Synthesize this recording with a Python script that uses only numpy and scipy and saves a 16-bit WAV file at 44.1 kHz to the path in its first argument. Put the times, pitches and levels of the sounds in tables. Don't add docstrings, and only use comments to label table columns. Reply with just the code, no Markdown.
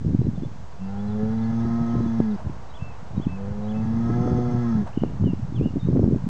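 import sys
import numpy as np
from scipy import signal
from scipy.fft import rfft, irfft
from scipy.io import wavfile
from scipy.ndimage import uniform_filter1d

SR = 44100
rng = np.random.default_rng(int(sys.argv[2]) if len(sys.argv) > 2 else 0)


def log_audio(samples):
    frames = np.atleast_2d(samples).T
    limited = np.clip(frames, -1, 1)
    pcm = np.round(limited * 32767).astype(np.int16)
    wavfile.write(sys.argv[1], SR, pcm)


def undo_db(level):
    steps = np.asarray(level, float) / 20
    return 10 ** steps


N = 277381


def rms_one(x):
    return x / np.sqrt(np.mean(x ** 2) + 1e-20)


def span(rows, fade_s=0.002):
    s, *columns = np.transpose(rows)
    first, last = max(round(s[0] * SR), 0), min(round(s[-1] * SR), N)
    t = np.arange(first, last) / SR
    gate = np.clip(np.minimum(t - s[0], s[-1] - t) / fade_s, 0, 1)
    return slice(first, last), gate, [np.interp(t, s, c) for c in columns]


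def drift(rate_hz, size=N):
    r = np.exp(-80 * np.pi * rate_hz / SR)
    noise = rng.standard_normal(size // 40 + 502)
    slow = signal.lfilter([1], [1, -2 * r, r * r], noise)[500:]
    return np.interp(np.arange(size) / 40, np.arange(len(slow)), rms_one(slow))


def colour(x, spectrum):
    hz, db = np.transpose(spectrum)
    bins_hz = np.maximum(np.fft.rfftfreq(len(x), 1 / SR), 1)
    gain = undo_db(np.interp(np.log(bins_hz), np.log(hz), db))
    return rms_one(irfft(rfft(x) * gain, len(x)))


def resonate(x, hz, width_hz):
    r = np.exp(-np.pi * width_hz / SR)
    poles = [1, -2 * r * np.cos(2 * np.pi * hz / SR), r * r]
    return signal.lfilter([(1 - r * r) / 2, 0, (r * r - 1) / 2], poles, x)


def bull(wobble=0.0022, flicker_db=0.67, airy_db=-13, skirt=1.67, count=58, bloom_s=0.1):
    # (time [s], pitch [Hz], effort [dB], mouth opening [0-1], chest tone [dB])
    calls = [
        [(.782, 87.4, -44, 0.2, -12), (.818, 94.2, -32, 0.18, -8), (.92, 98.74, -33.5, 0.01, -4.5),
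         (1.34, 111.3, -25, 0.31, -6), (1.64, 115.5, -25.5, 0.8, -2), (1.96, 117, -25, 0.77, -7.5),
         (2.21, 113, -26, 0.63, -5), (2.342, 102.9, -26, 0.15, -24), (2.364, 90, -32, 0.7, -16)],
        [(3.3, 91.1, -36.5, 0.4, -13), (3.378, 97.4, -35, 0, -8), (3.512, 101.5, -36.5, 0.16, -2),
         (3.808, 109.2, -28.5, 0.64, -2.5), (4.27, 122.9, -23.5, 0.98, -3), (4.598, 120.4, -25.5, 0.86, 0),
         (4.702, 115.7, -24.5, 0.89, -7), (4.82, 101.9, -26.5, 0.5, -9), (4.862, 86, -50, 0.34, -10)],
    ]
    # (shut [Hz], open [Hz], width [Hz], shut [dB], open [dB])
    throat = np.array([(202, 206.8, 79.3, 2.5, 7.5), (434.5, 363.7, 91, -14.5, -10.5),
                       (467, 512, 103, -22, -22), (564, 636, 110, -34, -25), (781, 723, 122, -22, -22),
                       (860, 885, 190, -30.5, -25), (1078, 1050, 28, -40, -20), (1390, 1400, 240, -26, -54),
                       (1296, 1289, 83, -41, -16.5), (1740, 1655, 60, -32, -28), (1890, 1855, 49, -43, -33),
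                       (2037, 2030, 69, -41.5, -33.5), (2600, 4500, 580, -60.5, -56),
                       (3400, 3405, 320, -50.5, -45), (3950, 3950, 370, -48.5, -52.5),
                       (4750, 4600, 300, -52.5, -49), (5500, 5350, 370, -56.5, -46),
                       (6280, 6250, 140, -61, -46.5)])
    # (time [s], half length [s], low ring [dB], high ring [dB])
    nose = [
        (0.985, 0.15, 16.5, 13),
        (1.234, 0.11, 24.5, 4),
        (1.8, 0.29, 3.5, 10.5),
        (3.43, 0.15, 25.5, 3.5),
        (3.699, 0.15, 23, 10.5),
        (4.351, 0.37, 17, 11),
    ]
    # (low, high) [dB]
    nose_shut_db = [-7.5, -4.5]

    out = np.zeros(N)
    nose_s, nose_half_s, *nose_db = np.transpose(nose)
    for call in calls:
        at, gate, (pitch, effort_db, mouth, chest_db) = span(call, fade_s=0.0023)
        size = len(gate)
        mouth = np.clip(mouth, 0, 1)[::64, None]
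        fine, coarse = np.arange(size) / 64, np.arange(len(mouth))
        since_s = coarse[:, None] * 64 / SR
        centre = throat[:, 0] + mouth * (throat[:, 1] - throat[:, 0])
        height = undo_db(throat[:, 3] + mouth * (throat[:, 4] - throat[:, 3]))
        height[:, 1:] *= np.clip(since_s / bloom_s, 0, 1) ** 2
        swell = np.exp(-((call[0][0] + since_s - nose_s) / nose_half_s) ** 2)
        for j, ring_db, shut_db in zip([2, 4], nose_db, nose_shut_db):
            height[:, j] *= undo_db(shut_db + swell @ ring_db)

        phase = 2 * np.pi * np.cumsum(pitch * (1 + wobble * drift(23, size))) / SR
        voice = undo_db(chest_db) * np.sin(phase + 0.47)
        for k in range(2, count + 1):
            overtone_hz = k * pitch[::64]
            off = (overtone_hz[:, None] - centre) / (throat[:, 2] / 2)
            weight = np.sum(height / (1 + off ** 2) ** skirt, axis=1)
            weight *= 1 - 0.51 * (1 - mouth[:, 0]) / (1 + ((overtone_hz - 295) / 50) ** 2)
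            flicker = undo_db(min(flicker_db * np.sqrt(k - 1), 1.7) * drift(17, size))
            blur = (0.016 * k + 0.00001 * k ** 3) * drift(30, size)
            voice += np.interp(fine, coarse, weight) * flicker * np.sin(k * phase + 0.9 * k * k + blur)

        rush = rng.standard_normal(size) * (1 + 0.5 * np.sin(phase))
        for j in range(5, len(throat)):
            hz, width_hz = throat[j, 1:3]
            breath = rms_one(resonate(resonate(rush, hz, width_hz), hz, 2.1 * width_hz))
            breath = breath * undo_db(1.3 * drift(13, size))
            breath_db = airy_db + 4.9 * np.log2(hz / 700)
            voice += undo_db(breath_db) * np.interp(fine, coarse, height[:, j]) * breath
        out[at] += np.sqrt(2) * undo_db(effort_db) * gate * voice
    return out


def huffs():
    # (time [s], length [s], level [dB])
    puffs = [
        (2.361, 0.072, -40.5),
        (2.414, 0.15, -51.5),
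        (4.852, 0.044, -35.5),
        (4.876, 0.035, -41),
    ]
    out = np.zeros(N)
    for s, length_s, db in puffs:
        first, size = round(s * SR), round(length_s * SR)
        air = rng.standard_normal(size)
        puff = resonate(air, 610, 88) - resonate(air, 880, 170)
        puff += 0.23 * resonate(air, 1650, 200) - 0.16 * resonate(air, 1770, 200)
        out[first:first + size] += undo_db(db) * rms_one(puff) * np.hanning(size)
    return out


def gusts(edge_s=0.039, skirt_db=19, calm_db=-71):
    # (middle [s], level [dB], hold [s])
    blows = [(0.095, -24.5, 0.07), (0.249, -25, 0.063), (0.433, -29, 0.073), (5.117, -28.5, 0.022),
             (0.611, -37, 0.02), (1.22, -35, 0.3), (1.517, -35.5, 0.016), (1.653, -28.5, 0.0071),
             (1.801, -28.5, .02), (2.002, -26, 0.12), (2.476, -29.5, 0.028), (2.846, -38.5, 0.0051),
             (3.027, -48, 0.0092), (3.172, -27.5, 0.015), (3.286, -29, 0.011), (2.587, -41, .03),
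             (2.868, -39.5, .01), (5.543, -31.5, .03), (5.73, -32.5, .03), (0.333, -32, .03),
             (3.509, -30, 0.034), (3.862, -29, 0.16), (4.152, -26.5, 0.19), (4.35, -23, 0.049),
             (4.53, -25.5, 0.032), (4.796, -25.5, 0.056), (5.054, -30, 0.02), (5.256, -23, 0.033),
             (5.462, -32, 0.26), (5.623, -24, 0.052), (5.75, -26.5, 0.019), (6.016, -20, 0.24),
             (6.263, -29, 0.02)]
    t, power = np.arange(0, N, 64) / SR, undo_db(2 * calm_db)
    for s, db, hold_s in blows:
        away = np.maximum(np.abs(t - s) - hold_s / 2, 0) / edge_s
        power = power + undo_db(2 * (db - skirt_db * np.log10(1 + away ** 2)))
    return np.interp(np.arange(N) / SR, t, 10 * np.log10(power))


def wind(eddies_per_s=220, spread_db=2.5, lumpy_db=4.0, rumble_db=-49.5):
    # (frequency [Hz], level [dB per Hz])
    lump_spectrum = [(18, -40.5), (30, -10), (91, 9.5), (227, 0.5), (295, -3.5), (414, -11), (581, -21),
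                     (841, -48.5), (1200, -59), (1560, -68), (2640, -120)]
    gust_db = gusts()
    sizes = undo_db(spread_db * np.minimum(rng.exponential(1, N), 3)) * rng.choice([-1, 1], N)
    lumps = colour(sizes * (rng.random(N) < eddies_per_s / SR), lump_spectrum)
    lumps = rms_one(lumps + 0.46 * resonate(lumps, 190, 90))
    lumps = rms_one(lumps / uniform_filter1d(lumps ** 2, size=2600) ** 0.37)
    dull = signal.sosfilt(signal.butter(2, 190, fs=SR, output="sos"), lumps)
    bright = np.clip((gust_db + 40.5) / 16, 0, 1.7)
    strength_db = gust_db - 2.5 + lumpy_db * np.tanh(0.36 * drift(5.5) + 0.5 * drift(30))
    edges = np.clip(np.minimum(N - np.arange(N), np.arange(N)) / 400, 0, 1)
    buffet = undo_db(strength_db) * (dull + bright * (lumps - dull)) * edges

    low_band = signal.butter(2, [35, 95], "band", fs=SR, output="sos")
    rumble = rms_one(signal.sosfilt(low_band, rng.standard_normal(N)))
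    return buffet + undo_db(rumble_db + 3.1 * drift(2.1)) * rumble


def eddies(flick_db=2.5, snap_swings=0.29, flick_swings=0.33, flick_lag_s=0.0014):
    # (time [s], peak [dB], pitch [Hz])
    snap_rows = [(0.016, -24, 174), (0.049, -17.5, 253.0), (0.149, -5.5, 205), (0.218, -15.5, 302.0),
                 (0.27, -13, 248), (0.423, -19, 214), (0.435, -17.5, 250), (1.234, -17, 170),
                 (1.654, -17.5, 245), (1.955, -14.5, 253.6), (2.007, -15, 253.0), (2.063, -14, 211.0),
                 (2.498, -20.5, 240), (3.031, -31, 174), (3.2, -15.5, 240), (3.27, -9, 196),
                 (3.857, -16, 176.0), (4.102, -12.5, 302.0), (4.111, -18.0, 211.0), (4.183, -18, 250),
                 (4.26, -11, 253.0), (4.277, -14.5, 357.3), (4.391, -13, 253.0), (4.551, -15.5, 210),
                 (4.761, -23, 176.0), (4.976, -8.5, 234), (5.022, -12, 175), (5.048, -19, 300),
                 (5.066, -20, 176.0), (5.212, -14, 148), (5.243, -9.5, 216), (5.271, -10.5, 262),
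                 (5.335, -12.0, 234), (5.525, -19.5, 207), (5.613, -12, 305), (5.636, -16, 214),
                 (5.661, -9.5, 215), (5.672, -18.5, 254), (5.76, -14, 253.0), (5.874, -15, 211.0),
                 (5.888, -16, 302.0), (5.9, -21, 176.0), (5.953, -9.5, 215), (5.964, -9.5, 305),
                 (5.995, -8, 305), (6.044, -9.5, 257), (6.065, -10, 211.0), (6.079, -9, 211.0),
                 (6.088, -14.5, 256), (6.112, -11.5, 250), (6.125, -9.0, 300), (6.161, -13, 213)]
    # (time [s], peak [dB], pitch [Hz], roll [ms])
    swirl_rows = [(0.067, -12, 151, 4.3), (0.102, -18.0, 147.0, 5.8), (0.123, -20, 178, 4.3),
                  (0.136, -19.5, 249, 2.2), (0.193, -8.5, 149, 1.7), (0.208, -22.0, 122, 10),
                  (0.29, -17, 210, 3.6), (0.381, -22.5, 180, 3.2), (0.464, -23, 148, 4.7),
                  (1.52, -21.0, 147.0, 2.2), (1.702, -20.5, 176.0, 3.2), (1.813, -21.5, 148, 7.0),
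                  (1.966, -14, 124.5, 2.3), (2.187, -25.5, 146, 2.2), (2.452, -25, 124.1, 2.7),
                  (2.474, -21, 86.0, 3.9), (2.826, -20.5, 121, 2.5), (3.18, -12.5, 178, 2),
                  (3.501, -28, 145, 7.0), (3.595, -23, 123.0, 3.1), (3.971, -22, 210, 2.6),
                  (4.147, -19, 147.0, 2.2), (4.209, -11, 147.0, 2.2), (4.32, -16, 211.0, 2.2),
                  (4.331, -10, 177, 2.1), (4.351, -11.5, 177, 2.4), (4.489, -18.5, 125, 3.8),
                  (4.756, -14.5, 144.9, 3.2), (5.204, -21.5, 175, 3.5), (5.228, -19.5, 102, 9.5),
                  (5.261, -15.5, 173, 5.1), (5.286, -19, 253.0, 5.1), (5.306, -21, 174, 7.6),
                  (5.397, -22.5, 210, 2.8), (5.432, -21, 122, 2.5), (5.449, -19, 147.0, 3.2),
                  (5.56, -23.5, 123.0, 10), (5.6, -15, 145, 7.0), (5.652, -21, 176.0, 2.4),
                  (5.771, -13.5, 245, 2.3), (5.833, -16.5, 146, 2.3), (5.853, -14, 147.0, 2.8),
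                  (5.911, -18, 176.0, 1.9), (5.936, -11.5, 146, 2.6), (5.974, -10, 258, 2.8),
                  (6.021, -13.5, 257, 2.4), (6.031, -17.5, 356, 2), (6.14, -17, 146, 8.4),
                  (6.244, -18, 146, 2.2), (6.271, -14, 202, 1.96)]
    # (time [s], peak [dB], pitch [Hz])
    flick_rows = [(0.215, -32, 428), (0.265, -37, 401), (0.377, -35, 452), (0.449, -35, 479),
                  (3.197, -35, 401), (4.099, -24, 401), (4.275, -29, 503), (5.12, -33.5, 401),
                  (5.237, -27.5, 401), (5.276, -28, 401), (5.61, -30, 401), (5.657, -24, 425),
                  (5.766, -29.5, 439), (5.885, -29, 474), (5.928, -26, 401), (5.957, -22, 401),
                  (5.97, -26, 560), (5.993, -26, 431), (6.03, -22, 401), (6.042, -26, 447),
                  (6.075, -25, 401), (6.124, -29, 401), (6.145, -24, 401)]

    out, t = np.zeros(N + 4000), (np.arange(4000) - 2000) / SR
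    # (time [s], peak [dB], pitch [Hz], width [ms], lean [rad])
    rows = [(s, db, hz, 1000 * snap_swings / hz, 1.0) for s, db, hz in snap_rows]
    rows += [(s, db, hz, ms, np.pi) for s, db, hz, ms in swirl_rows]
    rows += [(s + flick_lag_s, db + flick_db, 1.14 * hz, 1000 * flick_swings / (1.3 * hz), np.pi)
             for s, db, hz in flick_rows]
    for (s, db, hz, ms, lean), chance in zip(rows, rng.uniform(-1.05, 1, len(rows))):
        shape = -np.cos(2 * np.pi * hz * t + lean * chance) / np.cosh(1000 * t / ms)
        recoil = 1 / np.cosh(250 * t / ms)
        shape -= shape.mean() / np.mean(recoil) * recoil
        first = round(s * SR)
        out[first:first + 4000] += undo_db(db) * shape / np.max(np.abs(shape))
    return out[2000:N + 2000]


def small_pops(count=190, over_gust_db=5, spread_db=6.5, jump_ms=0.81, slows_per_db=0.13):
    place, size, speed = rng.random((count, 3)).T
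    s = (np.arange(count) + place) / count * (N - 1) / SR
    gust_db = gusts()[(s * SR).astype(int)]
    jumps_ms = jump_ms * np.exp(slows_per_db * (-19.5 - gust_db) + 0.5 * (speed - 0.5))
    peaks_db = gust_db + over_gust_db + spread_db * np.log(size + 0.02)
    return list(zip(s, peaks_db, np.clip(jumps_ms, 0.3, 3)))


def pops(boost_db=-1.5, damping=2.46):
    # (time [s], peak [dB], jump [ms])
    slams = [
        (2.2028, -3, .62),
        (5.0364, -6.5, .44),
    ]
    # (time [s], peak [dB])
    knocks = [
        (2.2031, -30),
        (5.0365, -29),
        (5.9710, -31),
    ]

    out, t = np.zeros(N + 2000), (np.arange(2000) - 1000) / SR
    bursts = [(*row, True) for row in slams] + [(*row, False) for row in small_pops()]
    for s, db, jump_ms, slam in bursts:
        hz = 135 + 55 / jump_ms
        jump_s = jump_ms / 1000
        decay = np.exp(-damping * hz * np.hypot(t, jump_s))
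        shape = np.tanh(t / jump_s) * np.cos(np.pi * hz * t) * decay
        if slam:
            shape *= 1 + np.tanh(t / 0.0012) / 2.4
        sign = 1 if slam else rng.choice([-1, 1])
        first = round(s * SR)
        out[first:first + 2000] += sign * undo_db(db + boost_db) * shape / np.max(np.abs(shape))
    for s, db in knocks:
        first = round(s * SR)
        out[first:first + 2000] += undo_db(db) * np.tanh(t / 0.00009) * np.exp(-np.abs(t) / 0.0007)
    return out[1000:N + 1000]


def birds():
    # (share of length, pitch ratio, level [dB])
    low_form = [(0, .92, -14), (.12, .985, -4), (.25, 0.99, -1.5), (.6, .993, -2), (.93, .975, -4),
                (1, 0.9, -12)]
    high_form = [(0, .97, -3), (.35, 1.0, 1.5), (.65, 1.005, 5), (1, .97, -6)]
    # (time [s], length [s], pitch [Hz], level [dB])
    low_rows = [
        (0.796, 0.1, 2720, -61.5),
        (2.785, 0.14, 2677, -51.5),
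        (3.269, 0.11, 2645, -52),
        (3.738, 0.074, 2650, -54.5),
    ]
    high_rows = [
        (0.429, 0.033, 3480, -61.5),
        (2.688, 0.034, 3850, -64.5),
        (3.159, 0.034, 3830, -65),
    ]
    # (time [s], pitch [Hz], level [dB])
    arch = [(0.0, 2840, -9), (.007, 3180, -5), (0.022, 3470, -3.5), (0.034, 3400, -3), (.047, 2762, -4)]
    # (time [s], level [dB])
    arch_calls = [
        (2.734, -51),
        (3.209, -50.5),
        (3.678, -52.5),
    ]
    # (time [s], pitch [Hz], level [dB])
    slurs = [
        [(5.235, 2690, -71), (5.249, 3140, -59), (5.275, 2900, -51), (5.309, 2750, -54), (5.36, 2600, -79.5)],
        [(5.545, 3610, -71.5), (5.561, 3400, -51), (5.601, 2374, -59), (5.651, 2960, -57.5), (5.687, 2840, -55),
         (5.705, 2874, -71)],
        [(5.79, 3640, -81), (5.798, 3810, -57), (5.816, 3610, -56.5), (5.88, 3820, -63.5)],
    ]
    # (time [s], pitch [Hz], level [dB])
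    curls = [
        [(.965, 3000, -68), (.99, 3350, -65), (1.005, 3420, -59), (1.022, 3480, -66)],
        [(1.595, 3455, -65), (1.62, 3630, -68), (1.65, 3980, -65), (1.69, 4060, -75), (1.85, 4034, -79)],
        [(1.89, 3300, -68), (1.912, 3068, -61), (1.94, 2977, -72)],
        [(2.04, 4060, -68), (2.058, 3550, -68), (2.08, 3390, -61.5), (2.11, 3520, -67)],
    ]
    # (time [s], length [s], from [Hz], to [Hz], level [dB])
    chirp_rows = [(0.21, .06, 3930, 3980, -70), (.35, 0.025, 3570, 3500, -65),
                  (.49, 0.063, 2480, 2580, -70.5), (0.704, 0.026, 5160, 4240, -68),
                  (0.839, 0.082, 4900, 4750, -74), (1.075, .016, 4150, 3980, -60),
                  (1.096, 0.013, 3950, 3820, -64), (1.112, 0.015, 3700, 3580, -63),
                  (1.065, 0.098, 3400, 3460, -68.5), (1.38, 0.012, 3900, 4020, -60),
                  (1.435, .03, 4260, 4360, -60.5), (1.418, 0.026, 3680, 3400, -62),
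                  (2.014, 0.026, 4102, 3910, -66.5), (2.228, 0.021, 4008, 5350, -66),
                  (2.262, 0.014, 5350, 4450, -65), (2.372, .012, 4870, 4650, -66),
                  (2.307, 0.02, 4000, 3520, -60.5), (2.338, 0.019, 4130, 5400, -61),
                  (3.63, 0.046, 3790, 3920, -66), (5.99, 0.07, 5300, 5500, -69)]
    # (time [s], pitch [Hz], level [dB])
    second_voice = [(5.62, 2750, -71), (5.65, 2770, -58), (5.695, 2800, -61), (5.705, 2790, -85)]
    # (time [s], pitch [Hz], level [dB])
    trill = [(4.929, 2700, -58.5), (4.942, 2960, -59), (4.95, 2930, -80), (4.962, 2990, -54),
             (5.03, 3010, -57), (5.064, 2880, -59), (5.095, 2780, -68)]
    # (delay [s], level [dB])
    hedges = [(.023, -16.5), (0.042, -17), (.067, -19), (.096, -20.5)]

    out = np.zeros(N)
    repeats = [np.array(arch) + [s, 0, db] for s, db in arch_calls]
    chirps = [[(s, from_hz, db), (s + length_s, to_hz, db)] for s, length_s, from_hz, to_hz, db in chirp_rows]
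    held = [np.array(form) * [length_s, hz, 1] + [s, 0, db]
            for form, rows in [(low_form, low_rows), (high_form, high_rows)]
            for s, length_s, hz, db in rows]
    for note in held + slurs + curls + repeats + chirps + [second_voice, trill]:
        at, gate, (hz, db) = span(note, fade_s=0.0016)
        if note is trill:
            beat = np.cos(2 * np.pi * 39.5 * (np.arange(len(hz)) / SR - 0.0385))
            hz = hz + 150 * beat
            gate = gate * (1 - 0.85 * beat) ** 0.7
        hz = uniform_filter1d(hz, size=200)
        out[at] += np.sqrt(2) * undo_db(db) * gate * np.sin(2 * np.pi * np.cumsum(hz) / SR)
    return out + sum(undo_db(db) * np.roll(out, round(s * SR)) for s, db in hedges)


def field(hiss_db=-58.5):
    # (time [s], level [dB])
    hum_swell = [(0, -53), (.7, -48.5), (1.501, -45.5), (2.4, -46), (2.9, -46), (3.4, -45), (4.9, -46),
                 (5.6, -49.5), (6.29, -47.5)]
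    # (frequency [Hz], level [dB per Hz])
    hum_spectrum = [(35, -26), (60, 7.5), (132, -1.5), (351, -14), (472, -9), (584, -10.5), (644, -8.5),
                    (986, -9.5), (1810, -24.5), (3000, -32.5), (3900, -49.5), (6600, -120)]
    # (frequency [Hz], level [dB per Hz])
    hiss_spectrum = [(880, -21.5), (1500, -5.5), (2270, -14), (6430, -16.5), (7820, -22), (8790, -30.5),
                     (9730, -37.5), (12600, -76.5), (21400, -120)]
    s, db = np.transpose(hum_swell)
    hum_db = np.interp(np.arange(N) / SR, s, db) + 4.0
    hum = undo_db(hum_db) * colour(rng.standard_normal(N), hum_spectrum)
    return hum + undo_db(hiss_db) * colour(rng.standard_normal(N), hiss_spectrum)


def scene():
    return (bull() + huffs() + wind() + eddies() + pops() + birds() + field())[None]


def low_pass(x):
    return signal.sosfilt(signal.butter(12, 9880, fs=SR, output="sos"), x)


def record(dry):
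    x = 0.8 * np.tanh(dry / 0.8)
    x = signal.sosfilt(signal.butter(12, 9300, fs=SR, output="sos"), x)
    offset, noise_db = 0.0238, -95.5
    x = x + offset + undo_db(noise_db) * rng.standard_normal(x.shape)
    return low_pass(x)


dry = scene()
out = record(dry)
log_audio(out)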